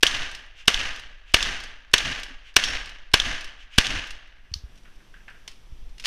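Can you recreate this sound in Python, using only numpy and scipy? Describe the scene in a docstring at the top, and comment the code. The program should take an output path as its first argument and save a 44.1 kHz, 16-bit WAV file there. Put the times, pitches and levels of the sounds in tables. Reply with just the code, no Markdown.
"""A self-loading shotgun fires seven quick shots in a walled outdoor bay, heard from a head camera.
Each time the trigger clicks, the hammer falls and the blast rings the camera housing and overloads
the microphone; pellets smack a steel plate, the walls echo and the trigger resets. Cloth rubs, gear
ticks and the camera mount bumps. Then the safety snaps on, shots pop in a far bay and the bolt is
worked, over open-air hiss and a light wind."""
import sys
import numpy as np
from scipy import signal
from scipy.fft import rfft, irfft
from scipy.io import wavfile
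from scipy.ndimage import uniform_filter1d

SR = 44100
rng = np.random.default_rng(int(sys.argv[2]) if len(sys.argv) > 2 else 0)


def to_wav(s):
    """Save 16-bit WAV."""
    ch = np.atleast_2d(s).T  # columns
    pcm = np.round(np.clip(ch, -1, 1) * 32767)  # PCM
    wavfile.write(sys.argv[1], SR, pcm.astype(np.int16))


N = 267406

# Noise colours. Each row: frequency in Hz, relative level in dB.
AIR_SPECTRUM = [(59, -18), (100, -1.5), (260, -7.5), (705, -15.5), (1130, -15), (1420, -17.5), (3320, -15),
                (4200, -22.5), (6020, -20), (6560, -28), (12700, -33.5), (14700, -39), (16000, -66.5)]   # open-air hiss
WIND_SPECTRUM = [(12, 7), (28, 3), (50, -6), (80, -21), (140, -33), (400, -53.5), (2000, -100)]   # wind rumble on the microphone
STEEL_SPECTRUM = [(30, -48.5), (400, -27.5), (1200, -14), (2200, -5), (3000, 0), (4000, -1), (5500, -1.5),
                  (7500, -10.5), (9500, -14), (15500, -25.5)]   # steel meeting steel
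GAS_SPECTRUM = [(60, -4.5), (400, 7.5), (900, -.5), (3000, 6.5), (6000, -1), (9000, -6.5), (12000, -38.5),
                (15500, -18)]   # gas rushing from the muzzle
ECHO_SPECTRUM = [(60, -6.5), (150, -11.5), (270, -7), (420, -10), (800, -6), (1000, -6), (1350, -4.5),
                 (1620, 5.5), (2350, 1), (2850, 5), (4300, -6.5), (6200, -8.5), (8000, -22), (15500, -43)]   # the wash between the walls
BOOM_SPECTRUM = [(20, -16), (60, 4), (140, -2.5), (200, -8), (270, -1), (380, -19), (800, -32.5),
                 (4000, -80.5)]   # low boom off the far walls
BUFFET_SPECTRUM = [(12, 7), (28, 6), (55, -7.5), (100, -23), (200, -35), (500, -61), (2000, -100)]   # air stirred by a shot
SPATTER_SPECTRUM = [(30, -43.5), (400, -28.5), (1200, -11.5), (2300, -12.5), (3100, 6.5), (4300, -2.5),
                    (5800, 0), (7200, -11.5), (10000, -19.5), (15500, -39)]   # pellets spattering on a plate
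CLOTH_SPECTRUM = [(100, -28), (900, -14.5), (1700, -2), (3000, 6.5), (4300, -10), (6000, -10.5),
                  (8000, -21), (15500, -42)]   # sleeve and sling
SAFETY_SPECTRUM = [(100, -35), (800, -29), (1200, -12), (1900, -22), (3100, -3), (4500, 2.5), (6000, -1),
                   (7500, -18), (15500, -25)]   # the noisy edge of the safety's snap
FAR_SPECTRUM = [(200, -19), (750, -13), (1200, -9.5), (1600, 6), (2100, -5.5), (2800, -3.5), (4000, -21),
                (9000, -35), (15500, -50)]   # shots dulled by walls
# Resonances on top of a colour. Each row: centre in Hz, width in Hz, boost in dB.
RECEIVER_RESONANCES = [(2730, 430, 3.5), (5300, 360, 4), (9100, 700, 5.5)]
ECHO_RESONANCES = [(640, 340, 2.5), (1200, 150, 4.5), (1650, 180, 1.5), (4440, 350, 2), (5400, 130, 2.5),
                   (6150, 400, 2.5), (9300, 1300, 6)]
# Modes of struck steel. Each row: frequency in Hz, relative level in dB, t60 in seconds.
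PLATE_RING = [(4200, -7.5, 0.27), (5000, -2.5, .12), (5502, -2.5, .45), (5545, -8, .5), (6100, -7.5, .25)]
SAFETY_RING = [(1210, -29.5, 0.051), (3130, -12, 0.015), (3700, -12, .012), (4460, 2.5, 0.013),
               (5300, -1, 0.011), (5800, -6, 0.0096)]
# The camera housing, rung by a blast. Each row: frequency in Hz, relative level in dB.
HOUSING_MODES = [(1150, -13.5), (1570, -9), (2300, -8), (2620, -8.5), (2930, -2), (3340, -6), (3600, -7),
                 (4180, -20), (4520, -9), (5050, -13.5), (5450, -8), (5900, -13), (7600, -22.5)]
# Sound paths in this bay and from the far one. Each row: delay in seconds, relative level in dB.
WALL_RETURNS = [(.012, -23), (.052, -25.5), (.108, -24.5), (.162, -30)]
FAR_ARRIVALS = [(0, -0.5), (.023, -7), (.064, -12)]

# The shots. Each row: start in seconds, blast level in dB, thump in dB relative to the blast,
# boom level in dB, one unused value.
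SHOT_CUES = [(0.0311, -0.5, -12.5, -47, -37), (0.6792, -0.5, -16, -48, -32.5), (1.3422, -1, -4, -44, -32.5),
             (1.9379, -0.5, -9.5, -39, -27.5), (2.5644, -0.5, -12, -44, -32), (3.1391, -1, -8, -41, -33),
             (3.7830, 0, 1.5, -37, -30)]
# The trigger resets after each shot. Each row: start in seconds, level in dB.
RESET_CUES = [(0.3487, -31.5), (0.9949, -37), (1.637, -33), (2.2322, -29.5), (2.8933, -39.5),
              (3.4437, -33.5), (4.1059, -32.5)]
# Pellets hit the plates. Each row: start in seconds, smack level in dB, smack pitch in Hz,
# spatter level in dB, spatter t60 in seconds, ring level in dB.
PLATE_HITS = [(0.0662, -3, 3140, -16, 0.066, -41.5), (0.7432, -13, 3530, -15.5, 0.018, -52),
              (1.427, -9.5, 3290, -13.5, 0.021, -52), (1.9807, -8, 3320, -13, 0.024, -52),
              (2.6382, -12, 3220, -19, 0.064, -27), (3.1999, -4.5, 3430, -14, 0.016, -52),
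              (3.868, -14.5, 3260, -15, 0.011, -54)]
# Cloth rubs. Each row: loudest moment in seconds, level in dB.
SCUFF_CUES = [(0.602, -46.5), (1.303, -51.5), (2.482, -50.5), (3.618, -51.5), (3.752, -45.5)]
# Bumps on the camera mount. Each row: start in seconds, level in dB, pitch in Hz.
BUMP_CUES = [(2.09, -38, 269), (2.305, -41.5, 263), (3.955, -23, 80), (4.515, -27.5, 75.6),
             (4.559, -27, 69.6), (4.638, -25.5, 55), (5.722, -26, 42)]
# Shots in a far bay. Each row: start in seconds, level in dB.
FAR_SHOT_CUES = [(4.852, -48), (5.003, -55), (5.1402, -46.5), (5.2804, -39)]
# The bolt and its handle click. Each row: start in seconds, level in dB, t60 in seconds.
BOLT_CUES = [(5.4772, -29, 0.028), (5.5151, -46, 0.027), (5.9812, -40.5, .02), (5.9975, -36, .045),
             (6.0235, -45, 0.054), (6.04, -33, .03), (6.0472, -26.5, .12), (6.0562, -16.5, 0.026)]


def amp(db):
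    """Decibels to gain."""
    return 10 ** (np.asarray(db) / 20)


def unit_rms(x):
    """Scale to unit power."""
    return x / np.sqrt(np.mean(x ** 2) + 1e-20)


def ages(seconds):
    """Time axis of one event."""
    return np.arange(int(seconds * SR)) / SR


def colour(x, spectrum, tilt_db=0, peaks=()):
    """Give a noise a spectrum, a tilt per octave and some resonances; rms 1."""
    hz = np.maximum(np.fft.rfftfreq(len(x), 1 / SR), 1)
    points_hz, points_db = np.transpose(spectrum)
    db = np.interp(np.log(hz), np.log(points_hz), points_db) + tilt_db * np.log2(hz)
    for centre, width, peak_db in peaks:
        db = db + peak_db / (1 + (2 * (hz - centre) / width) ** 2)
    return unit_rms(irfft(rfft(x) * amp(db), len(x)))


def noise(t, spectrum, tilt_db=0, peaks=()):
    """Coloured noise along a time axis."""
    return colour(rng.standard_normal(len(t)), spectrum, tilt_db, peaks)


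def decay(t, t60, hold_s=0):
    """Hold at 1, then fall 60 dB every t60 seconds."""
    return amp(-60 * np.maximum(t - hold_s, 0) / t60)


def attack(t, seconds):
    """Rise quickly from 0 and settle at 1."""
    return 1 - decay(t, seconds)


def swell(t, peak_s, steepness):
    """Rise to 1 and fall away more slowly."""
    return (t / peak_s * np.exp(1 - t / peak_s)) ** steepness


def ringing(t, modes):
    """Free decay of struck modes."""
    return sum(amp(db) * np.sin(2 * np.pi * hz * t) * decay(t, t60) for hz, db, t60 in modes)


def add(out, s, sound):
    """Mix a sound in at a time."""
    start = max(round(s * SR), 0)
    room = max(len(out) - start, 0)
    out[start:start + len(sound)] += sound[:room]


def air(t):
    """Open-air hiss stays low under the firing and comes up once it is over."""
    rise_at_s, rise_s = 4.29, .42
    level_db = np.interp(t, [rise_at_s, rise_at_s + rise_s], [-72.5, -59])
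    return amp(level_db) * noise(t, AIR_SPECTRUM)


def wind(t):
    """Light wind rumbles on the microphone, with one gust."""
    gust_at_s, gust_half_s, gust_db = 5.85, .11, 10
    gust = np.exp(-((t - gust_at_s) / gust_half_s) ** 2)
    return amp(-46 + gust_db * gust) * noise(t, WIND_SPECTRUM)


def burst(spectrum, t60, wet_db, wet_t60, tilt_db=0, peaks=(), bite_s=.002):
    """A hard noise hit: it bites, dies fast and leaves a weak wash off the walls."""
    t = ages(.5)
    envelope = (decay(t, t60) + amp(wet_db) * decay(t, wet_t60)) * attack(t, bite_s)
    return noise(t, spectrum, tilt_db, peaks) * envelope


def steel_click(t60, tilt_db):
    """One steel part meets another, coloured by the gun's receiver."""
    return burst(STEEL_SPECTRUM, t60, wet_db=-18, wet_t60=.31, tilt_db=tilt_db,
                 peaks=RECEIVER_RESONANCES, bite_s=.0029)


def trigger():
    """Three clicks to a shot: slack taken up, trigger let go, reset."""
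    out = np.zeros(N)
    for (shot_s, *_), (reset_s, reset_db) in zip(SHOT_CUES, RESET_CUES):
        slack, let_go = (shot_s - .024, -50), (reset_s - .035, -36)
        for s, db in (slack, let_go, (reset_s, reset_db)):
            add(out, s, amp(db) * steel_click(t60=.03, tilt_db=-2.5))
    return out


def hammer():
    """The hammer falls: a sliver of steel noise that runs into the blast."""
    t = ages(.0054)
    return noise(t, STEEL_SPECTRUM) * attack(t, .0059)


def housing_ring(t):
    """The camera housing, driven to its limit, rings at an even level, never twice quite alike."""
    count = len(HOUSING_MODES)
    offsets_db = 1.7 * rng.standard_normal(count)
    phases = rng.uniform(0, 2 * np.pi, count)
    detunes = 1 + .011 * rng.standard_normal(count)
    ring = sum(amp(db + offset_db) * np.sin(2 * np.pi * hz * detune * t + phase)
               for (hz, db), offset_db, detune, phase in zip(HOUSING_MODES, offsets_db, detunes, phases))
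    return ring / np.sqrt(uniform_filter1d(ring ** 2, size=200) + 1e-9)


def slap(hz, rise_s):
    """A short pressure pulse, heard as a few swelling and dying cycles of housing resonance."""
    t = ages(.02)
    return swell(t, rise_s, steepness=2) * np.sin(2 * np.pi * hz * t)


def blast(thump_db, attack_s=.0007, hold_s=.0042, thump_s=.0047):
    """The muzzle blast shakes the housing over rushing gas and a thump; the ground slaps back."""
    t = ages(.05)
    crack = amp(-2.5) * housing_ring(t) + amp(-7.5) * noise(t, GAS_SPECTRUM)
    collapse = decay(t, t60=.003, hold_s=hold_s)
    after_ring = amp(-16) * decay(t, t60=.056, hold_s=hold_s)
    envelope = np.minimum(t / attack_s, 1) * np.maximum(collapse, after_ring)
    thump = (1 - t / thump_s) * np.exp(-t / thump_s) * attack(t, .0034)   # push, then suction
    out = crack * envelope - amp(thump_db) * thump
    add(out, .0077, amp(-7) * slap(hz=2560, rise_s=.00016))
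    return out


def echo_envelope(t, wall_rise_s=.012):
    """Ground scatter, the wash, the distant surroundings and first wall returns add in power."""
    ground = amp(-10) * decay(t, t60=.049)
    wash = amp(-31.5) * decay(t, t60=.75, hold_s=.2)
    distant = amp(-46.5) * decay(t, t60=3.6)
    walls = [amp(db) * np.clip((t - delay) / wall_rise_s, 0, 1) * decay(t, t60=.17, hold_s=delay)
             for delay, db in WALL_RETURNS]
    return np.sqrt(np.sum(np.square([ground, wash, distant, *walls]), axis=0))


def darken(wash, corner_hz=4000, lift_db=2, loss_db_per_s=15):
    """Echoes start bright and lose treble as they keep bouncing."""
    hz, age, frames = signal.stft(wash, SR, nperseg=256)
    half_octaves_above = np.log2(1 + (hz[:, None] / corner_hz) ** 2)
    gain_db = half_octaves_above * (lift_db - loss_db_per_s * age)
    return signal.istft(frames * amp(gain_db), SR)[1][:len(wash)]


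def bay_echoes(wall_pattern, shared=.56, grain_db=3, flutter_db=1.5):
    """Grainy reflections off planks and tyres, partly alike from shot to shot."""
    t = ages(1)
    scatter = np.sqrt(shared) * wall_pattern + np.sqrt(1 - shared) * rng.standard_normal(len(t))
    grain = amp(grain_db * rng.standard_normal(len(t)))
    wash = colour(scatter * grain, ECHO_SPECTRUM, peaks=ECHO_RESONANCES)
    # Flat faces return the blast in one piece.
    for delay, hz in rng.uniform((.015, 2200), (.22, 3600), size=(7, 2)):
        add(wash, delay, amp(10) * slap(hz, rise_s=.0004))
    flutter = unit_rms(uniform_filter1d(rng.standard_normal(len(t)), size=200))
    return darken(wash) * echo_envelope(t) * amp(flutter_db * flutter) * attack(t, .0088)


def buffet(t):
    """Air stirred by the shot rumbles on the microphone."""
    return noise(t, BUFFET_SPECTRUM) * swell(t, peak_s=.12, steepness=1.3)


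def boom(t):
    """The far walls send the shot back as a low swell."""
    return noise(t, BOOM_SPECTRUM) * swell(t, peak_s=.14, steepness=12)


def shotgun(hammer_lead_s=.004):
    """Each shot layers hammer, blast, echoes, boom and stirred air."""
    out, t = np.zeros(N), ages(1)
    wall_pattern = rng.standard_normal(len(t))
    for s, blast_db, thump_db, boom_db, _ in SHOT_CUES:
        add(out, s - hammer_lead_s, amp(-19) * hammer())
        add(out, s, amp(blast_db) * blast(thump_db))
        add(out, s, bay_echoes(wall_pattern))
        add(out, s, amp(boom_db) * boom(t))
        add(out, s, amp(-32.5) * buffet(t))
    return out


def plates():
    """The pellet cloud smacks a steel plate and spatters; the plate rings faintly."""
    out, t = np.zeros(N), ages(.44)
    for s, smack_db, hz, spatter_db, t60, ring_db in PLATE_HITS:
        add(out, s, amp(smack_db) * slap(hz, rise_s=.00061))
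        add(out, s, amp(spatter_db) * burst(SPATTER_SPECTRUM, t60, wet_db=-25.5, wet_t60=.15))
        add(out, s, amp(ring_db) * ringing(t, PLATE_RING) * attack(t, .1))
    return out


def gear_ticks(ticks_per_s=5.6, level_db=-58, spread_db=2, chances=200):
    """Loose metal parts on the gun and belt tick faintly at random."""
    out, seconds = np.zeros(N), N / SR
    count = rng.binomial(chances, ticks_per_s * seconds / chances)
    for s in rng.uniform(0, seconds, count):
        add(out, s, amp(rng.normal(level_db, spread_db)) * steel_click(t60=.036, tilt_db=-.5))
    return out


def cloth_scuffs(half_s=.035):
    """Sleeve and sling rub as the gun swings to the next plate."""
    out, t = np.zeros(N), ages(.5)
    stroke = np.exp(-(t / half_s - 2) ** 2)
    for s, db in SCUFF_CUES:
        add(out, s - 2 * half_s, amp(db) * noise(t, CLOTH_SPECTRUM) * stroke)
    return out


def mount_bumps():
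    """The shooter's movements knock the camera mount: low, damped thuds."""
    out, t = np.zeros(N), ages(.5)
    envelope = decay(t, t60=.1) * attack(t, .0092)
    for s, db, hz in BUMP_CUES:
        add(out, s, amp(db) * np.sin(2 * np.pi * hz * t) * envelope)
    return out


def safety_catch(start_s=4.5392):
    """The safety snaps on: a brief steel ring with a noisy edge."""
    out, t = np.zeros(N), ages(.5)
    ring = ringing(t, SAFETY_RING) * attack(t, .0027)
    edge = amp(-8.5) * burst(SAFETY_SPECTRUM, t60=.011, wet_db=-18, wet_t60=.27)
    add(out, start_s, amp(-16.5) * (ring + edge))
    return out


def far_shots():
    """Dull pops from behind the walls, each with two echoes."""
    out = np.zeros(N)
    for s, db in FAR_SHOT_CUES:
        for delay, path_db in FAR_ARRIVALS:
            pop = burst(FAR_SPECTRUM, t60=.062, wet_db=-12.5, wet_t60=.63)
            add(out, s + delay, amp(db + path_db) * pop)
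    return out


def bolt():
    """The bolt and its handle clack against the receiver as they are worked."""
    out = np.zeros(N)
    for s, db, t60 in BOLT_CUES:
        add(out, s, amp(db) * steel_click(t60, tilt_db=-3))
    return out


def scene():
    """Everything meets at the one microphone."""
    t = np.arange(N) / SR
    firing = shotgun() + trigger() + plates()
    handling = gear_ticks() + cloth_scuffs() + mount_bumps() + safety_catch() + bolt()
    return (firing + handling + far_shots() + air(t) + wind(t))[None]


def record(dry, ceiling=.94, cutoff_hz=15400):
    """Microphone overload rounds off the blasts, and a steep low-pass cuts the top."""
    overloaded = ceiling * np.tanh(dry / ceiling)
    low_pass = signal.ellip(10, .1, 80, cutoff_hz, fs=SR, output="sos")
    return signal.sosfilt(low_pass, overloaded)


dry = scene()
out = record(dry)
to_wav(out)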